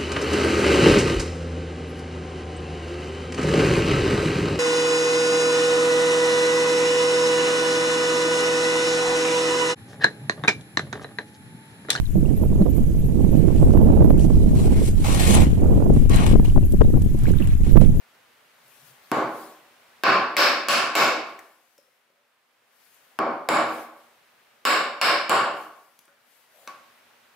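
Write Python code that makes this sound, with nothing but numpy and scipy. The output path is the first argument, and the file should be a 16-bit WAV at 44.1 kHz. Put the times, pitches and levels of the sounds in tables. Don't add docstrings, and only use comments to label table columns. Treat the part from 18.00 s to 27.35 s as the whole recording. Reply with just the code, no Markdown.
import sys
import numpy as np
from scipy import signal
from scipy.fft import rfft, irfft
from scipy.io import wavfile
from scipy.ndimage import uniform_filter1d

SR = 44100
rng = np.random.default_rng(int(sys.argv[2]) if len(sys.argv) > 2 else 0)


def field_ratio(decibels):
    return 10 ** (np.asarray(decibels, dtype=float) / 20)


def master(y):
    cut = np.clip(np.atleast_2d(y).T, -1, 1)
    pcm = np.round(cut * 32767)
    wavfile.write(sys.argv[1], SR, pcm.astype(np.int16))


N = 412335
SPAN = SR

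# time in seconds, level in dB.
ROOM_TONE = [(0, -63), (.5, -63), (1.1, -61), (2.0, -61.5), (3.8, -71.5), (4.4, -72), (5.17, -64.5),
             (6.4, -64.5), (7.95, -69), (8.5, -66.5), (8.8, -61.5), (9.35, -63.5)]
# frequency in Hz, density in dB per Hz.
AIR = [(25, -19.5), (55, -3.5), (110, -19), (240, -13.5), (290, -16), (500, -8.5), (900, -8.5), (1500, -8),
       (2500, -11), (4000, -16.5), (7000, -23.5), (15600, -25), (16000, -56.5)]
# frequency in Hz, level in dB.
HUM = [(240, -81), (120, -92.5)]
# frequency in Hz, likeness 0 to 1.
AIR_ALIKE = [(60, 0.47), (180, 0.8), (550, 0.44), (1650, 0.47), (4970, 0.18), (15000, 0.23)]
ECHO_ALIKE = [(60, 0.79), (150, 1.0), (380, 0.98), (950, 0.82), (2380, 0.45), (5980, 0.2), (15000, 0.14)]
# frequency in Hz, density in dB per Hz.
SKIN = [(300, -35), (1500, -0.5), (4000, -2.5), (8000, -3), (12000, 0.5), (15600, -2.5), (16000, -35)]
# peak in seconds, length in seconds, level in dB,
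# left over right in dB.
STROKES = [(0.803, 0.44, -60, 7.5), (.88, 0.079, -62.5, 12.5), (1.068, 0.16, -65, 8),
           (1.181, 0.14, -59, 10), (1.407, 0.28, -51.5, 4), (3.3, 0.13, -64, 3), (3.45, 0.29, -65.5, 7),
           (3.71, 0.45, -71.5, 8.5), (3.946, 0.2, -78, 7), (4.893, 0.38, -63, 6.5), (4.952, 0.056, -70, 7),
           (5.1, .15, -67, 5), (5.763, .2, -50, 4), (6.0, 0.26, -67.5, 7), (7.608, 0.16, -58.5, 8),
           (7.793, 0.52, -67.5, 8.5), (8.087, .12, -80, 5), (8.356, 0.27, -64.5, 7), (8.62, 0.25, -62.5, 8),
           (8.778, 0.21, -76, -1)]
# start in seconds, peak in dB, pitch in Hz,
# click in dB, ring t60 in seconds.
TICKS = [(0.1482, -53.5, 4230, -3, 0.0092), (0.6804, -51.5, 9700, -2.5, 0.013),
         (1.0425, -47.5, 4170, -7.5, 0.02), (3.3904, -43.5, 5540, -8, 0.0066),
         (3.4853, -56.5, 4260, -12, 0.01), (3.779, -43, 5300, -5, 0.012), (4.8731, -56, 11770, -17, 0.01),
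         (4.943, -47, 12590, -9, 0.01), (5.0487, -50, 12200, -1.5, 0.011), (7.9899, -43.5, 5150, 3, 0.0048),
         (8.0537, -54, 8820, 6, 0.01), (8.675, -31.5, 5950, -8.5, 0.0065)]
KNOCKS = [(3.3907, -29, 1780, -9, 0.011), (3.785, -48.5, 548, -11, 0.038), (3.872, -56, 503, -19, 0.04),
          (4.101, -51, 570, -14.5, 0.029), (8.0793, -36.5, 1520, -23, 0.00594),
          (8.083, -55.5, 561, -27.5, 0.13), (8.6762, -38, 1125, -10.5, 0.23)]
# peak in seconds, length in seconds, level in dB.
GROAN = [
    (.67, 0.12, -70),
    (.875, 0.13, -61),
]
# peak in seconds, length in seconds, level in dB.
SLIDE = [
    (8.6, 0.14, -60),
]
# contact
# in seconds, strength in dB, hardness of contact in dB, thud in dB, # ring of the blade tip in dB.
BLOWS = [(1.116, -8.5, -22, -2.5, -24.5), (2.036, 1.5, -13.5, -9, -27.5), (2.367, -2.5, -2, -5, -10),
         (2.685, -3.5, -5.5, -8.5, -9), (2.953, -2, -7, -4.5, -10), (5.189, -10, -28.5, -3, -42),
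         (5.488, -3, -15, -3, -16.5), (6.652, -2.5, -7.5, -7.5, -11.5), (7.014, -4, -3.5, -6, -12.5),
         (7.295, -2, -15.5, -6, -17), (8.675, -36, -13.5, -7.5, -23.5)]
# start in seconds, direct sound over echo in dB,
# bench gain in dB, handle mode in Hz, tip mode in Hz.
SEATS = [(1, -3, 4, 2100, 6100), (2, -6, 1.5, 2600, 6000), (5, -0.5, -1, 2250, 7350),
         (6.5, -5.5, -1, 2820, 7950), (8.5, 0.5, -4, 2600, 7500)]
# frequency in Hz, width in Hz, level in dB.
BENCH = [(131, 39, -12.5), (185.5, 45, -10.5), (248, 60, -5.5), (315, 24, -1), (387, 190, -6)]
HEAD = [(490, 130, -3.5), (570, 92, 3), (704, 98, 0.5), (800, 490, 0)]
MALLET = [(1108, 220, 14), (2000, 1600, -16.5)]
FACE = [(1457, 460, 6.5), (1670, 260, -3)]
HANDLE = [(1706, 430, 1.5), (2241, 340, 4), (2590, 200, -4), (2890, 890, -2.5)]
STEEL = [(3770, 700, 0.5), (4470, 730, 2.5), (5150, 700, -3.5), (6430, 300, -20)]
TIP = [(7200, 380, 2.5), (7780, 570, -1.5), (8850, 970, -8.5), (9970, 600, -2), (11100, 400, -11),
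       (11500, 600, -10), (11800, 1200, -11.5), (13300, 1300, -6), (14440, 1000, -11), (15300, 800, -13.5)]
# level in dB at hardness 0, dB per dB of hardness.
BENCH_LAW = (-11.5, -.2)
FACE_LAW = (-5.5, .25)
HANDLE_LAW = (1.5, 0.68)
STEEL_LAW = (-.5, 0.93)
SEAT_LAW = (-5, 0.61)
SHANK_LAW = (-1, 1.6)
# frequency in Hz, t60 in seconds.
SHOP = [(100, 0.47), (260, 0.68), (700, 0.71), (1800, 0.64), (5000, 0.54), (9000, 0.41), (15000, 0.32)]
# frequency in Hz, width in Hz, level in dB.
STANDING = [(236, 2.6, -1), (322.7, 6.5, -1.5), (388.5, 16, -3), (518, 7, -6.5), (578, 5.1, 1.5),
            (662, 21, -1.5), (769, 8.1, 0), (1048, 6.3, 1.5), (1117.6, 24, -5.5), (1206, 9.8, -4.5),
            (1353, 67, -2), (1493, 48, -3.5)]
# frequency in Hz, left over right in dB.
LEAN = [(60, 4.5), (180, -2.5), (550, 0.0), (1650, 0.0), (4970, -0.5), (15000, 4.5)]

RUMBLE_HZ, RUMBLE_GROWS = 350, .3
RUSTLE_UNDER_DB, RUSTLE_GROWS, RUSTLE_PAN_DB = -10, 1.7, 4.5
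RISE_SHARE, EDGE_DB = 0.45, 9.5
BENCH_PER_THUD, CRACK_DB, CRACK_PER_TIP = 0.73, -26, 0.36
SHANK_HZ, SHANK_WIDTH_HZ = 5150, 420
SEAT_WIDTH, SEAT_TIP_DB = 0.15, -4
CEILING_DB, GRIP, LISTEN_S = -24, 0.89, 0.023


def along(points, hz):
    f, v = np.transpose(points)
    return np.interp(np.log(hz + 1), np.log(f + 1), v)


def paired(spectra, alike, hz):
    turn = np.arccos(np.clip(along(alike, hz), -1, 1)) / 2
    mid, side = spectra[0] * np.cos(turn), spectra[1] * np.sin(turn)
    return np.array([mid + side, mid - side])


def rush(spectrum, alike, patchy_db):
    hz, _, z = signal.stft(rng.standard_normal((2, N)), SR, nperseg=512)
    patches = uniform_filter1d(rng.standard_normal(z.shape[1:]), 6, 0)
    patches = uniform_filter1d(patches, 10, 1)
    z = z * field_ratio(patchy_db * patches / patches.std() + along(spectrum, hz)[:, None])
    noise = signal.istft(paired(z, alike, hz[:, None]), SR, nperseg=512)[1][:, :N]
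    return noise / noise.std()


def room_level_db():
    s, db = np.transpose(ROOM_TONE)
    return np.interp(np.arange(N) / SR, s, db)


def room_tone():
    t, air_db = np.arange(N) / SR, room_level_db()
    hum = sum(field_ratio(db) * np.sin(2 * np.pi * hz * t) for hz, db in HUM)
    air = rush(AIR, AIR_ALIKE, patchy_db=0.5)
    rumble = signal.sosfiltfilt(signal.butter(2, RUMBLE_HZ, fs=SR, output="sos"), air)
    air = air + rumble * (field_ratio(RUMBLE_GROWS * (air_db - air_db.max())) - 1)
    return field_ratio(air_db + 4.0) * air + field_ratio(air_db + 65.0) * hum


def swell(peak_s, length_s, db):
    since = np.arange(N) / SR - peak_s
    side_s = max(length_s, .02) * np.where(since < 0, RISE_SHARE, 1 - RISE_SHARE)
    return field_ratio(np.maximum(db - EDGE_DB * (since / side_s) ** 2, -200))


def rubbing():
    sides, air_db = np.array([[1], [-1]]), room_level_db()
    rustle_db = air_db.max() + RUSTLE_UNDER_DB + RUSTLE_GROWS * (air_db - air_db.max())
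    power = field_ratio(rustle_db + sides * RUSTLE_PAN_DB) ** 2
    for s, length_s, db, pan_db in STROKES:
        power = power + (swell(s, length_s, db) * field_ratio(0.74 * sides * pan_db)) ** 2
    rub = np.sqrt(power) * rush(SKIN, [(1000, .8), (12000, 0.28)], patchy_db=2)
    rub[1] = np.roll(rub[1], shift=2)
    return rub


def near_bounce(dry):
    i = np.arange(200)
    edges = np.minimum(i / 12, (200 - i) / 60).clip(0, 1)
    bounce = rng.standard_normal(200) * edges * field_ratio(-i / 14)
    return signal.fftconvolve(dry, bounce / np.linalg.norm(bounce))[:SPAN]


def shop(dry, direct_db):
    i = np.arange(SPAN)
    hz, t, z = signal.stft(rng.standard_normal((2, SPAN)), SR, nperseg=256)
    early = 1 + 0.25 * field_ratio(-60 * t / 0.48)
    z = paired(z * early * field_ratio(-60 * t / along(SHOP, hz)[:, None]), ECHO_ALIKE, hz[:, None])
    lean_db = along(LEAN, hz)[:, None] / 2
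    tail = signal.istft(z * field_ratio([lean_db, -lean_db]), SR, nperseg=256)[1][:, :SPAN]
    tail = tail * np.clip((i / SR - .002) / 0.0031, 0, 1)
    hz = np.fft.rfftfreq(SPAN, 1 / SR)
    standing = 1 + sum(field_ratio(db) * 1j * hz * w / (c * c - hz * hz + 1j * hz * w) for c, w, db in STANDING)
    tail_spectrum = rfft(tail / np.linalg.norm(tail[0]))
    echo = irfft(rfft(dry) * tail_spectrum * standing * (hz < 15900), SPAN)
    fade = np.minimum(1, 5 - 5 * i / SPAN) * (i > 60)
    return field_ratio(direct_db) * near_bounce(dry) + echo * fade


def add(out, sound, s):
    part = out[:, round(s * SR):][:, :SPAN]
    part += sound[:, :part.shape[1]]


def taps():
    out, t = np.zeros((2, N)), np.arange(SPAN) / SR
    for s, db, hz, click_db, t60 in TICKS + KNOCKS:
        ring = np.sin(2 * np.pi * hz * t) * field_ratio(-60 * t / max(t60, .004))
        click = field_ratio(click_db - 60 * t / 0.01) * rng.standard_normal(SPAN)
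        gain = field_ratio(db - 6.5 + np.array([[1.5], [-1.5]]))
        add(out, gain * shop(ring + click, direct_db=3.5), s)
    return out


def drone(strokes, low_hz, high_hz):
    band = signal.butter(2, [low_hz, high_hz], "band", fs=SR, output="sos")
    x = signal.sosfilt(band, rng.standard_normal(N))
    return sum(swell(*stroke) for stroke in strokes) * x / x.std()


def bench_groan():
    return drone(GROAN, low_hz=120, high_hz=147)


def peak(hz, centre_hz, width_hz):
    sharpness = 2.1
    width = (hz * width_hz) ** 2
    return (width / ((centre_hz ** 2 - hz ** 2) ** 2 + width)) ** sharpness


def body(modes, hz, scatter_db):
    power = sum(field_ratio(db + scatter_db * rng.standard_normal()) ** 2 * peak(hz, c, w) for c, w, db in modes)
    return power / power.mean()


def struck(power):
    cepstrum = irfft(np.log(power + 1e-12) / 2, SPAN)
    cepstrum[1:SPAN // 2] *= 2
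    cepstrum[SPAN // 2:] = 0
    return irfft(np.exp(rfft(cepstrum)), SPAN)


def blow_power(hz, seat, hard_db, thud_db, tip_db):
    _, _, seat_db, handle_hz, tip_hz = seat

    def answer_db(law):
        return law[0] + law[1] * hard_db

    bench_db = answer_db(BENCH_LAW) + seat_db + BENCH_PER_THUD * thud_db
    parts = [(BENCH, bench_db, 1.5), (HEAD, thud_db, 1.5), (MALLET, -4.5, 1),
             (FACE, answer_db(FACE_LAW), 1.5), (HANDLE, answer_db(HANDLE_LAW), 2),
             (STEEL, answer_db(STEEL_LAW), 2.2), (TIP, tip_db, 3.5)]
    power = sum(field_ratio(db) ** 2 * body(modes, hz, scatter_db) for modes, db, scatter_db in parts)
    single_modes = [(handle_hz, SEAT_WIDTH * handle_hz, answer_db(SEAT_LAW)),
                    (tip_hz, SEAT_WIDTH * tip_hz, tip_db + SEAT_TIP_DB),
                    (SHANK_HZ, SHANK_WIDTH_HZ, answer_db(SHANK_LAW))]
    for mode_hz, width_hz, db in single_modes:
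        mode = peak(hz, mode_hz, width_hz)
        power = power + field_ratio(db) ** 2 * mode / mode.mean()
    return power


def fibre_crack(tip_db):
    t = np.arange(SPAN) / SR
    burst = rng.standard_normal((2, SPAN)) * np.exp(-((t - .0007) / .0012) ** 2)
    return burst * field_ratio(CRACK_DB + CRACK_PER_TIP * tip_db + np.array([[4], [-4]]))


def mallet_blows():
    out, hz = np.zeros((2, N)), np.fft.rfftfreq(SPAN, 1 / SR)
    for s, db, hard_db, thud_db, tip_db in BLOWS:
        seat = [seat for seat in SEATS if seat[0] < s][-1]
        ring = struck(blow_power(hz, seat, hard_db, thud_db, tip_db))
        blow = shop(ring, direct_db=seat[1]) + fibre_crack(tip_db)
        add(out, field_ratio(db + 25) * blow, s - .0003)
    return out


def mallet_drag():
    return drone(SLIDE, low_hz=530, high_hz=721)


def scene():
    return room_tone() + rubbing() + taps() + bench_groan() + mallet_blows() + mallet_drag()


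def roll_off(x):
    return signal.sosfilt(signal.butter(12, 17080, fs=SR, output="sos"), x)


def record(dry):
    t, gain_db = np.arange(N) / SR, np.zeros(N)
    cut = signal.sosfilt(signal.butter(2, 115, "high", fs=SR, output="sos"), dry)
    cut = signal.sosfilt(signal.butter(12, 16300, fs=SR, output="sos"), cut)
    for s, *_ in BLOWS:
        heard = cut[:, round(s * SR):round((s + LISTEN_S) * SR)]
        level_db = 10 * np.log10(np.mean(heard ** 2))
        since = np.maximum(t - s + .003, 0)
        clamp = np.minimum(since / 0.0016, 1) * np.exp(-(since / 0.062) ** 1.23)
        gain_db -= GRIP * max(level_db - CEILING_DB, 0) * clamp
    return roll_off(cut * field_ratio(gain_db))


dry = scene()
out = record(dry)
master(out)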